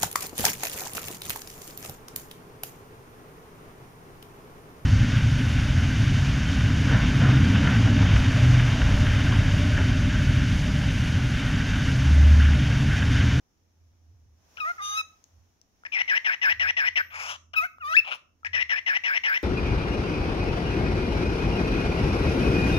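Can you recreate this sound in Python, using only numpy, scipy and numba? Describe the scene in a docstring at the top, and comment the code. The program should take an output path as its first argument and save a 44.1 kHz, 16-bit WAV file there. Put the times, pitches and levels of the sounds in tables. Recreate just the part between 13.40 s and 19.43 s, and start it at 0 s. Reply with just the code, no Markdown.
"""In a small hard room a cockatiel in a wire cage sings close to a phone, nearer its left port.
Whistles are overtone stacks on one phase that at times skip cycles; a thin squeak is one gliding sine.
Croaks, chips, chirps, a hiss and a scrape are an irregular flutter of the syrinx ringing a throat,
a beak and a nasal resonance. A low hum wavers under faint room hiss; short decaying rings tick in
the cage. The room and the cage wires answer the bird with decaying noise."""
import sys
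import numpy as np
from scipy import signal
from scipy.fft import rfft, irfft, next_fast_len
from scipy.io import wavfile
from scipy.ndimage import uniform_filter1d
from numba import njit

SR = 44100
rng = np.random.default_rng(int(sys.argv[2]) if len(sys.argv) > 2 else 0)


def to_wav(sig):
    """Store sig (one row per channel, or 1-D mono) as 16-bit WAV at the path in sys.argv[1].

    Samples outside -1..1 are clipped; the rate is SR.
    """
    pcm = np.clip(np.atleast_2d(sig), -1, 1) * 32767
    pcm = np.round(pcm).astype(np.int16)
    wavfile.write(sys.argv[1], SR, pcm.T)  # frames by channels


def nominal_scale(level):
    """Amplitude ratio for a level in decibels (scalar or array-like)."""
    x = np.asarray(level, float) / 20
    return 10 ** x


N = 265923
T = np.arange(N) / SR  # time in s


def unit(x):
    """Power normalisation: scale to rms 1."""
    return x / np.sqrt(np.mean(x ** 2))


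def curve(rows):
    """Linear interpolation: the columns of a table over all samples, the first column being time in s."""
    s, *columns = np.transpose(rows)
    return np.array([np.interp(T, s, c) for c in columns])


def colour_db(hz, points):
    """Logarithmic frequency scale: read (Hz, value) points along it."""
    f, db = np.transpose(points)
    return np.interp(np.log(np.maximum(hz, 1)), np.log(f), db)


def shape(x, points, lag_s=0.):
    """Linear filtering: a spectrum times a gain in (Hz, dB) points and the phase of a pure delay."""
    size = next_fast_len(N + 4096)
    hz = np.arange(size // 2 + 1) * SR / size
    response = nominal_scale(colour_db(hz, points)) * np.exp(-2j * np.pi * hz * lag_s)
    return irfft(rfft(x, size) * response, size)[..., :N]


@njit
def svf(x, hz, width):
    """Second-order resonance: a state-variable band-pass whose centre and width move."""
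    y, b, l = np.empty(len(x)), 0., 0.
    for i in range(len(x)):
        g, k = np.tan(np.pi * hz[i] / SR), width[i] / hz[i]
        v = (b + g * (x[i] - l)) / (1 + g * (g + k))
        b, l, y[i] = 2 * v - b, l + 2 * g * v, k * v
    return y


def band(x, hz, width_hz):
    """Cascaded resonance: two equal band-passes, with the same power whatever their width."""
    hz, width_hz = hz + 0 * T, width_hz + 0 * T
    once = svf(x, hz, width_hz)
    return unit(svf(once, hz, width_hz) / np.sqrt(width_hz))


def walk(rate):
    """Low-pass filtered noise: a smooth random wander of spread 1."""
    size = max(int(SR / rate), 1)
    smooth = uniform_filter1d(rng.standard_normal(N), size)
    return unit(uniform_filter1d(smooth, size))


def locked(x, grip):
    """Self-sustained vibration: amplitude limiting evens out the swing of a narrow band."""
    swing = np.abs(signal.hilbert(x, next_fast_len(N))[:N])
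    return unit(x / (swing + 0.06) ** grip)


EDGE_DB = -26  # level at the foot of an attack or release, against its first or last row


def edged(rows, attack_s, release_s, levels):
    """Exponential onset and decay: add the foot of each; levels marks the dB columns."""
    rows, drop = np.array(rows, float), EDGE_DB * np.array(levels)
    first, last = rows[0] + drop, rows[-1] + drop
    first[0], last[0] = first[0] - attack_s, last[0] + release_s
    return np.vstack([first, rows, last])


# low hum before its random waver: time_s [s], level_db [dB]
HUM_LEVEL = [(0.0, -76.5), (0.55, -55.5), (0.94, -61), (1.02, -73.5), (1.54, -61.5), (1.83, -75.5),
             (1.98, -60), (2.25, -84), (2.62, -60.5), (2.75, -71.5), (3.27, -48.5), (3.32, -62.5),
             (4.25, -62), (4.3, -73), (4.42, -53), (4.79, -80.5), (5.09, -60), (6.03, -65)]
# gain of the room hiss's treble before its slow wander: time_s [s], gain_db [dB]
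HISS_GAIN = [(0.0, -65), (0.94, -67), (1.25, -47.5), (1.7, -60), (2.27, -66), (2.69, -54), (3.5, -64.5),
             (4.1, -75), (4.9, -74.5), (5.3, -61.5), (6.03, -56)]
# relative spectral density of the room hiss: frequency_hz [Hz], density_db [dB per Hz]
HISS_SPECTRUM = [(20, 13.5), (50, 23), (130, 15), (270, 14.5), (600, 5), (1400, -2.5), (3500, -7.5),
                 (4600, -9.5), (5700, 1), (6800, -4.5), (7800, -16.5), (12000, -12.5), (16000, -13)]


def background():
    """Partial coherence: a hum nearly equal at both ports, and hiss shared only at low frequencies."""
    hum_gain = nominal_scale(curve(HUM_LEVEL)[0] + 4.2 * walk(8))
    hum = locked(band(rng.standard_normal(N), 84., 12.9), 0.65) * hum_gain
    side = band(rng.standard_normal(N), 84., 25.) * hum_gain * nominal_scale(-18.0)
    near, left, right = rng.standard_normal((3, N))
    shared = shape(near, [(60, 1.0), (300, 3.5), (700, -7), (1500, -22)])
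    hiss = shape(np.array([left, right]) + shared, HISS_SPECTRUM)
    treble = shape(hiss, [(250, -34.0), (700, 0.0)])
    rumble = nominal_scale(-75.0) * (hiss - treble)
    treble = treble * nominal_scale(curve(HISS_GAIN)[0] + 1.07 * walk(1.3))
    return hum * nominal_scale([[-1.2], [1.2]]) + side * np.array([[1], [-1]]) + rumble + treble


def short_call(course, start_s, length_s, db, change_db):
    """Time scaling: stretch a course of resonances to a call's length and level."""
    share, throat_hz, throat, beak_hz, beak, nasal, air = np.transpose(course)
    db = db + change_db * (share - .5)
    return np.transpose([start_s + share * length_s, throat_hz, throat + db,
                         beak_hz, beak + db, nasal + db, air + db])


# croaks that open a whistle: start_s [s], length_s [s], gain_db on the course [dB],
# change_db over the call [dB]
CROAK_TIMES = [(1.171, .03, -5, 2), (4.136, .022, 1.5, -4)]
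# course of a croak: share of length [0-1], throat_hz [Hz], throat_db [dB], beak_hz [Hz], beak_db [dB],
# nasal_db [dB], air_db [dB]
CROAK_COURSE = [(0., 1300, -45.5, 2550, -27.5, -44.5, -65), (.5, 1460, -32.5, 2920, -46, -66.5, -75),
                (1., 1450, -43.5, 2830, -37, -67, -71)]


def croaks():
    """Gliding formants: throat and beak resonances of each low croak."""
    return [(short_call(CROAK_COURSE, *row), "croak") for row in CROAK_TIMES]


# manner of each kind of call; narrow sings, wide hisses: base width of the throat resonance [Hz],
# nominal membrane slaps [per s], turbulence against slaps [ratio]
CALL_MANNER = {"chirp": (125, 850, .6), "croak": (200, 200, .8), "chip": (290, 235, 0.82),
               "hiss": (680, 900, 1), "scrape": (440, 140, 1)}


def rasped_calls():
    """Source-filter model: every call in time order, as resonance rows and the manner of its source."""
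    calls = croaks() + chips() + chirps() + hiss_call() + scrape()
    calls.sort(key=lambda call: call[0][0, 0])
    attack_s, release_s = .003, .008
    levels = [0, 0, 1, 0, 1, 1, 1]
    rows = [edged(call, attack_s, release_s, levels) for call, _ in calls]
    return rows, [CALL_MANNER[kind] for _, kind in calls]


def rasps():
    """Forced resonance: irregular membrane slaps and turbulence ring the throat, beak and nasal cavity."""
    calls, manner = rasped_calls()
    throat_hz, throat_db, beak_hz, beak_db, nasal_db, air_db = curve(np.vstack(calls))
    voiced = sum((T >= r[0][0]) & (T <= r[-1][0]) for r in calls)
    voiced = uniform_filter1d(1. * voiced, size=100)
    current = np.searchsorted([r[-1][0] for r in calls[:-1]], T)
    width_hz, rate, turbulence = np.transpose(manner)[:, current]

    # a slap falls wherever the wandering rate completes a whole count
    count = np.floor(np.cumsum(rate * np.exp(0.45 * walk(600))) / SR)
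    slaps = np.diff(count, prepend=0) * nominal_scale(2.1 * rng.standard_normal(N)) * np.sqrt(SR / rate)
    flutter = (slaps + turbulence * rng.standard_normal(N)) / np.sqrt(1 + turbulence ** 2)

    throat = locked(band(flutter, throat_hz, 1.46 * width_hz), 0.64)
    beak = band(flutter, beak_hz, 500 + 0.48 * width_hz)
    beak += nominal_scale(-16) * band(flutter, 838.0, 1300.0)
    nasal = band(flutter, 3400 + 0.79 * beak_hz, 700 + 0.34 * width_hz)
    nasal += nominal_scale(-27) * band(flutter, 8870.0, 1400.)

    # an open, hissing beak fills the gaps between resonances and lowers the air noise
    wide = np.clip(width_hz / 600, 0, 1)
    nasal += nominal_scale(-30.5 + 33.0 * wide) * band(flutter, 6000.0, 2500.)
    thin = unit(shape(flutter, [(6500, -41), (8000, -6.0), (9000, -17.5), (10800, -16),
                                (12000, 11.0), (14000, 10.5), (15500, 8.5)]))
    air = (1 - wide) * thin * nominal_scale(2.5 * walk(300)) + wide * band(flutter, 9950.0, 2700.0)

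    voiced = voiced * nominal_scale(0.92 * walk(60))  # the effort is uneven
    tract = nominal_scale(throat_db) * throat - nominal_scale(beak_db) * beak + nominal_scale(nasal_db) * nasal + nominal_scale(air_db) * air
    return voiced * tract


# the vibration repeats every third cycle in this span, every second elsewhere: from and to [s]
TRIPLING_SPAN = (1.35, 1.572)
# how windpipe and beak colour in-between lines, upper overtones and breath: frequency_hz [Hz], gain_db [dB]
WINDPIPE_COLOUR = [(400, -20.5), (650, -7.5), (1000, -3), (1900, 5.5), (2600, 2), (3300, -8.5),
                   (4500, -14.5), (5700, -6.5), (6600, -12), (7800, -27), (10000, -12.5), (12500, -27),
                   (14000, -29), (16000, -41.5)]
FOURTH_DB, UPPER_DB = -8.5, -2.5  # base level of the fourth overtone and those above the fifth, against the third


def whistle(rows, manner, wobble, breath, air, rough):
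    """Harmonic series and subharmonics: skipped cycles put lines at halves or thirds of the pitch."""
    out = np.zeros(N)
    attack_s, release_s, fifth_db, between_db, rasp_db, air_db = manner
    rows = edged(rows, attack_s, release_s, [0, 0, 1, 1, 1, 1])
    span = slice(int(rows[0][0] * SR), int(rows[-1][0] * SR))
    hz, first_db, second_db, third_db, low_db = curve(rows)[:, span]

    lopsided_db = np.clip(second_db - third_db, -25, 25)  # a lopsided cycle favours even overtones
    fourth_db = third_db + FOURTH_DB + 0.23 * lopsided_db
    fifth_db = third_db + fifth_db - 0.65 * lopsided_db
    overtone_db = [first_db, second_db, third_db, fourth_db, fifth_db]
    high_db = third_db + between_db

    hz = hz * (1 + 0.0032 * wobble[span])
    phase = 2 * np.pi * np.cumsum(hz) / SR
    voice = sum(nominal_scale(db) * np.cos((k + 1) * phase) for k, db in enumerate(overtone_db))

    tripled = 1. 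* ((T > TRIPLING_SPAN[0]) & (T < TRIPLING_SPAN[1]))
    tripled = uniform_filter1d(tripled, size=300)[span]
    for parts, share, headroom_db in ((2, 1 - tripled, 8), (3, tripled, 25)):
        for k in range(1, 13 * parts):
            order, between = k / parts, k % parts > 0
            if not between and order <= 5:
                continue  # already in the voice
            if order < 2:
                db = low_db
            elif between:
                db = np.minimum(high_db, low_db + headroom_db)
            else:
                db = third_db + UPPER_DB
            db = db + colour_db(order * hz, WINDPIPE_COLOUR)
            if between:  # each in-between line flickers
                db = db + 4.7 * np.roll(rough, 1000 * k)[span]
            voice += share * nominal_scale(db) * (order * hz < 16000) * np.cos(order * phase + k ** 2)

    # air leaks past the membranes in step with the effort
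    effort = nominal_scale(np.max(overtone_db, axis=0))
    leak = nominal_scale(-5) * nominal_scale(np.maximum(low_db, high_db)) + nominal_scale(rasp_db) * effort
    out[span] = np.sqrt(2) * voice + leak * breath[span] + nominal_scale(air_db) * effort * air[span]
    return out


# one table a whistle: time_s [s], pitch_hz before a slight wobble [Hz], first, second and third
# overtone [dB rms each], base level of the skipped-cycle lines [dB]
WHISTLE_COURSES = [
    [(1.205, 1303, -32.5, -24.5, -41, -55), (1.225, 1230, -28.5, -38, -52, -74),
     (1.25, 1224, -27, -48, -63, -44.5), (1.295, 1400, -28, -62, -65, -38.5),
     (1.315, 1413, -25.5, -57, -64, -50)],
    [(1.384, 1329, -39, -57, -85, -56), (1.404, 1174, -34, -62, -62, -55),
     (1.425, 1234, -33, -52, -40.5, -54), (1.45, 1216, -34, -54, -35.5, -68),
     (1.54, 1242, -33, -54, -37, -50.5), (1.565, 1263, -31, -38, -36, -70),
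     (1.577, 1302, -28, -31.5, -29.5, -52), (1.595, 1293, -34, -24, -31.5, -79),
     (1.614, 1263, -31, -32.5, -35.5, -86)],
    [(4.165, 1271, -30, -20.5, -41, -69), (4.185, 1302, -29, -13.5, -38, -62),
     (4.2, 1234, -23, -23.5, -52, -59.5), (4.215, 1277, -25, -32, -50, -42),
     (4.235, 1383, -30.5, -51, -67, -34.5), (4.255, 1543, -25, -58, -69, -41),
     (4.266, 1410, -35, -55, -66, -45)],
    [(4.41, 1424, -41, -49, -84, -64.5), (4.425, 1248, -35.5, -42.5, -76, -57),
     (4.45, 1159, -29.5, -49, -51, -63.5), (4.51, 1285, -28.5, -42, -48, -40.5),
     (4.53, 1304, -24, -30, -42.5, -43), (4.545, 1542, -21.5, -37, -48.5, -59),
     (4.556, 1752, -15, -36, -42, -58), (4.564, 1857, -20, -30.5, -48, -56),
     (4.569, 2565, -8, -34.5, -59, -47), (4.577, 2600, -7, -43, -60, -47.5),
     (4.592, 2696, -11.5, -32.5, -62, -57), (4.602, 2565, -14, -46, -67.5, -63)],
]
# one row a whistle: attack_s [s], release_s [s], base level of the fifth overtone and of the high in-between
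# lines against the third [dB], rasp_db and air_db against the loudest overtone [dB]
WHISTLE_VOICING = [(.007, .012, -16, -28, -31.5, -44), (.008, 0.0035, -11.5, -12.5, -31, -57),
                   (.01, 0.011, -14.5, 0, -32, -30.5), (.012, 0.005, -14.5, 0, -43.5, -40)]


def whistles():
    """Superposition: all clear notes, sharing one random wobble, breath, air and flicker."""
    wobble = walk(200)
    breath = unit(shape(rng.standard_normal(N), WINDPIPE_COLOUR))
    air, rough = band(rng.standard_normal(N), 12800., 5000.), walk(120)
    return sum(whistle(rows, manner, wobble, breath, air, rough)
               for rows, manner in zip(WHISTLE_COURSES, WHISTLE_VOICING))


# cage and claw ticks: start_s [s], level_db [dB], centre_hz [Hz], decay_s to 1/e [s]
TICK_LIST = [(1.841, -34, 6240, 0.00062), (2.215, -39.5, 5700, 0.0011), (2.436, -38.5, 1420, 0.0025),
             (4.384, -37, 1300, 0.0024), (4.679, -23, 2604, .0005), (5.032, -40.5, 1300, 0.009)]


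def ticks():
    """Damped free vibration: each tick is a decaying sine with a trace of noise at its onset."""
    out, t = np.zeros(N), np.arange(600) / SR
    chance = rng.standard_normal((len(TICK_LIST), 600))
    for (s, db, hz, decay_s), noise in zip(TICK_LIST, chance):
        ring = np.sin(2 * np.pi * hz * t) * np.exp(-t / decay_s)
        ring = ring + 0.03 * noise * np.exp(-t / 0.00051)
        start = int(s * SR)
        out[start:start + 600] += nominal_scale(db) * ring
    return out


# chips that open a run: start_s [s], length_s [s], gain_db on the course [dB], change_db over the call [dB]
CHIP_TIMES = [(2.452, .017, -2.4, 0.11), (5.049, .026, 0.56, 0.12)]
# course of a chip: share of length [0-1], throat_hz [Hz], throat_db [dB], beak_hz [Hz], beak_db [dB],
# nasal_db [dB], air_db [dB]
CHIP_COURSE = [(0., 1830, -33, 2340, -31, -48, -80), (.35, 1827, -28.5, 2350, -47.5, -51, -84),
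               (.75, 1870, -31, 2600, -29, -45.5, -81), (1., 1880, -27, 2350, -51.5, -53, -73)]


def chips():
    """Near-steady formants: throat and beak resonances of each brief chip."""
    return [(short_call(CHIP_COURSE, *row), "chip") for row in CHIP_TIMES]


# course of a chirp: share of length [0-1], throat dip and beak dip [shares of the depth],
# throat_db, beak_db, nasal_db and air_db before the chirp's own gain [dB each]
CHIRP_COURSE = [(0., 0.016, .05, -25.5, -29.5, -47, -91), (.2, .38, -0.079, -20, -24, -40, -91),
                (.4, 0.897, 1.14, -21, -29, -40, -72), (.6, 1.053, 1.18, -22, -30, -55.5, -77),
                (.8, .4, .75, -25.5, -25, -41.5, -79), (1., 0.12, -0.17, -16.5, -24.5, -40, -81.5)]
# this chirp stops at the bottom of its dip: start [s], last moment kept [s]
BROKEN_OFF = (3.559, 3.618)
THROAT_TOP_HZ, BEAK_TOP_HZ = 2070, 2750
AIR_DB_PER_HZ = 0.0437  # deeper dips blow more air


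def chirp(start_s, length_s, opening_hz, low_hz, db, opening_db, closing_db):
    """Coupled formant glide: throat and beak dip together and come back up."""
    share, throat_dip, beak_dip, throat, beak, nasal, air = np.transpose(CHIRP_COURSE)
    depth = THROAT_TOP_HZ - low_hz
    db = db + opening_db * (1 - share) ** 2 + closing_db * share ** 2
    top_hz = THROAT_TOP_HZ + (opening_hz - THROAT_TOP_HZ) * np.clip(1 - share / 0.74, 0, 1)
    rows = np.transpose([start_s + share * length_s, top_hz - throat_dip * depth, throat + db,
                         BEAK_TOP_HZ - beak_dip * depth, beak + db, nasal + db,
                         air + db + AIR_DB_PER_HZ * depth])
    is_broken = abs(start_s - BROKEN_OFF[0]) < length_s
    return rows[~((rows[:, 0] > BROKEN_OFF[1]) & is_broken)]


# chirps of the fast runs: start_s [s], length_s [s], opening throat_hz [Hz], lowest throat_hz
# that sets the depth [Hz], gain_db on the course [dB], opening accent [dB], closing accent [dB]
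CHIRP_TIMES = [(2.521, 0.097, 2520, 1855, 1.4, -8, -1), (2.679, 0.1, 2144, 1615, 2.5, -4.1, -2.5),
               (2.846, 0.1, 2063, 1618, 3.65, -5.2, -6), (3.016, .11, 2070, 1568, 8.3, -9.5, -7),
               (3.197, .11, 2070, 1615, -0.4, 3, 1.1), (3.368, 0.12, 2065, 1574, -2.2, 4, 3.7),
               (3.558, 0.095, 2196, 1562, 1.45, 0.5, -3), (5.133, 0.095, 1998, 1890, 1.3, -2.6, -1.7),
               (5.295, 0.097, 2034, 1710, 1, -0.7, -7), (5.463, 0.11, 2070, 1651, -2.3, 3.5, 4),
               (5.638, 0.14, 2174, 1580, -1.5, 1, 1.5), (5.836, 0.14, 2163, 1512, -0.2, 1, -1)]


def chirps():
    """Frequency modulation: a run of calls whose resonances each dip and return."""
    return [(chirp(*row), "chirp") for row in CHIRP_TIMES]


# a thin high arch: time_s [s], pitch_hz [Hz], level_db before a gain of 10.5 dB [dB rms]
SQUEAK_COURSE = [(3.53, 13400, -91), (3.566, 14400, -79), (3.614, 14200, -73), (3.676, 14221, -77),
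                 (3.728, 13940, -78), (3.74, 13151, -87)]


def squeak():
    """Phase integration: a single sine follows a gliding pitch."""
    hz, db = curve(edged(SQUEAK_COURSE, .01, .01, [0, 0, 1]))
    sounding = (T > SQUEAK_COURSE[0][0] - .01) * (T < SQUEAK_COURSE[-1][0] + .01)
    return np.sqrt(2) * nominal_scale(db + 10.5) * np.cos(2 * np.pi * np.cumsum(hz) / SR) * sounding


def open_beak(rows, throat_db, nasal_db):
    """Common excitation: one effort drives throat and beak; the nasal ring goes with the treble."""
    s, throat_hz, beak_hz, db, treble_db = np.transpose(rows)
    return np.transpose([s, throat_hz, db + throat_db, beak_hz, db, treble_db + nasal_db, treble_db])


# a long hiss: time_s [s], throat_hz [Hz], beak_hz [Hz], level_db [dB], treble_db [dB]
HISS_COURSE = [(3.704, 1660, 2730, -49, -86), (3.747, 1210, 2323, -38, -60.5),
               (3.833, 1150, 2420, -34.5, -52), (3.919, 1150, 2860, -32.5, -51),
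               (3.962, 1240, 3046, -43, -66)]


def hiss_call():
    """Turbulent excitation: wide resonances of an open beak."""
    return [(open_beak(HISS_COURSE, throat_db=-3, nasal_db=5.0), "hiss")]


# a short scrape: time_s [s], throat_hz [Hz], beak_hz [Hz], level_db [dB], treble_db [dB]
SCRAPE_COURSE = [(4.646, 1366, 2760, -40, -77), (4.668, 1080, 2614, -40, -72),
                 (4.676, 867, 2600, -29, -66.5), (4.705, 864, 2630, -33, -60.5),
                 (4.718, 1346, 2620, -25.5, -57), (4.732, 1435, 2770, -27, -58.5),
                 (4.75, 1050, 2660, -37, -51), (4.77, 1000, 2737, -51, -65.5)]


def scrape():
    """Sparse impulsive excitation: slow slaps and turbulence in wide resonances."""
    return [(open_beak(SCRAPE_COURSE, throat_db=-5.5, nasal_db=-0.5), "scrape")]


# attenuation of the right port before its shadow: time_s [s], left_minus_right_db [dB]
PORT_BALANCE = [(1.1, 8.5), (1.7, 2.5), (2.5, 8), (3.5, 7.5), (4.15, 7), (4.6, 8.5), (5.1, 9.5), (6.0, 6)]
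# colour of the direct sound at the right port: frequency_hz [Hz], gain_db [dB]
SHADOW_COLOUR = [(100, 2.5), (400, -1.5), (1300, 7), (2400, -1), (4400, -5), (6000, -10), (9000, -6),
                 (15000, 10)]


def ports(bird):
    """Level and arrival-time difference: direct sound at the left port, shadowed and later at the right."""
    right = shape(bird * nominal_scale(-curve(PORT_BALANCE)[0]), SHADOW_COLOUR, lag_s=0.00025)
    return np.array([bird, right])


# decay time of the room: frequency_hz [Hz], t60_s [s]
DECAY_TIME = [(300, 0.57), (1000, 0.35), (3000, 0.3), (6000, 0.28), (12000, 0.43)]
# colour of the sound sent into the room: frequency_hz [Hz], gain_db [dB]
REVERB_COLOUR = [(250, 2), (600, 0), (1300, 4.9), (2500, 0.96), (5000, 10.5), (9000, 4), (14000, 2.5)]


def room(bird, db):
    """Diffuse reverberation: a noise tail, different at each port, with a decay time for each octave."""
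    t, tail = np.arange(SR // 2) / SR, 0
    noise = rng.standard_normal((2, len(t)))
    for hz in 250 * 2. ** np.arange(7):
        edges = [hz / np.sqrt(2), min(hz * np.sqrt(2), .45 * SR)]
        sos = signal.butter(2, edges, "bandpass", fs=SR, output="sos")
        tail = tail + signal.sosfilt(sos, noise) * nominal_scale(-60 * t / colour_db(hz, DECAY_TIME))
    tail = tail * np.clip(t / 0.0013, 0, 1)
    tail = tail / np.sqrt(np.sum(tail ** 2) / 2)
    return nominal_scale(db) * signal.fftconvolve(shape(bird, REVERB_COLOUR)[None], tail, axes=1)[:, :N]


# treble that the cage wires scatter to the ports: frequency_hz [Hz], gain_db [dB]
SCATTER_COLOUR = [(2500, -21.5), (5000, -10.5), (9000, -6), (14000, -1)]


def wires(bird):
    """Scattering: a short spray of treble echoes, different at each port."""
    t = np.arange(800) / SR
    spray = rng.standard_normal((2, len(t))) * np.exp(-t / 0.0023)  # decay in s
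    spray = spray / np.sqrt(np.sum(spray ** 2) / 2)
    return signal.fftconvolve(shape(bird, SCATTER_COLOUR)[None], spray, axes=1)[:, :N]


# a small body radiates no bass: frequency_hz [Hz], gain_db [dB]
BODY_RADIATION = [(250, -11.5), (400, -10), (520, 0.5), (800, -0.69)]


def scene():
    """Superposition: direct sound at both ports, the room's answer, background and wire echoes."""
    bird = shape(rasps() + whistles() + ticks() + squeak(), BODY_RADIATION)
    return ports(bird) + room(bird, -16.0) + background() + wires(bird)


def roll_off(x):
    """The treble ends steeply here."""
    return signal.sosfilt(signal.butter(12, 16270, fs=SR, output="sos"), x)


# microphone response, with a dip above the port resonance: frequency_hz [Hz], gain_db [dB]
MICROPHONE_RESPONSE = [(6300, -0.5), (7000, -0.5), (7400, -4), (8200, -4), (15600, -2), (16300, -29.5)]


def record(dry):
    """Transducer frequency response: the phone's microphone ports colour the sound."""
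    mix = shape(dry, MICROPHONE_RESPONSE)
    return roll_off(mix)


dry = scene()
out = record(dry)
to_wav(out)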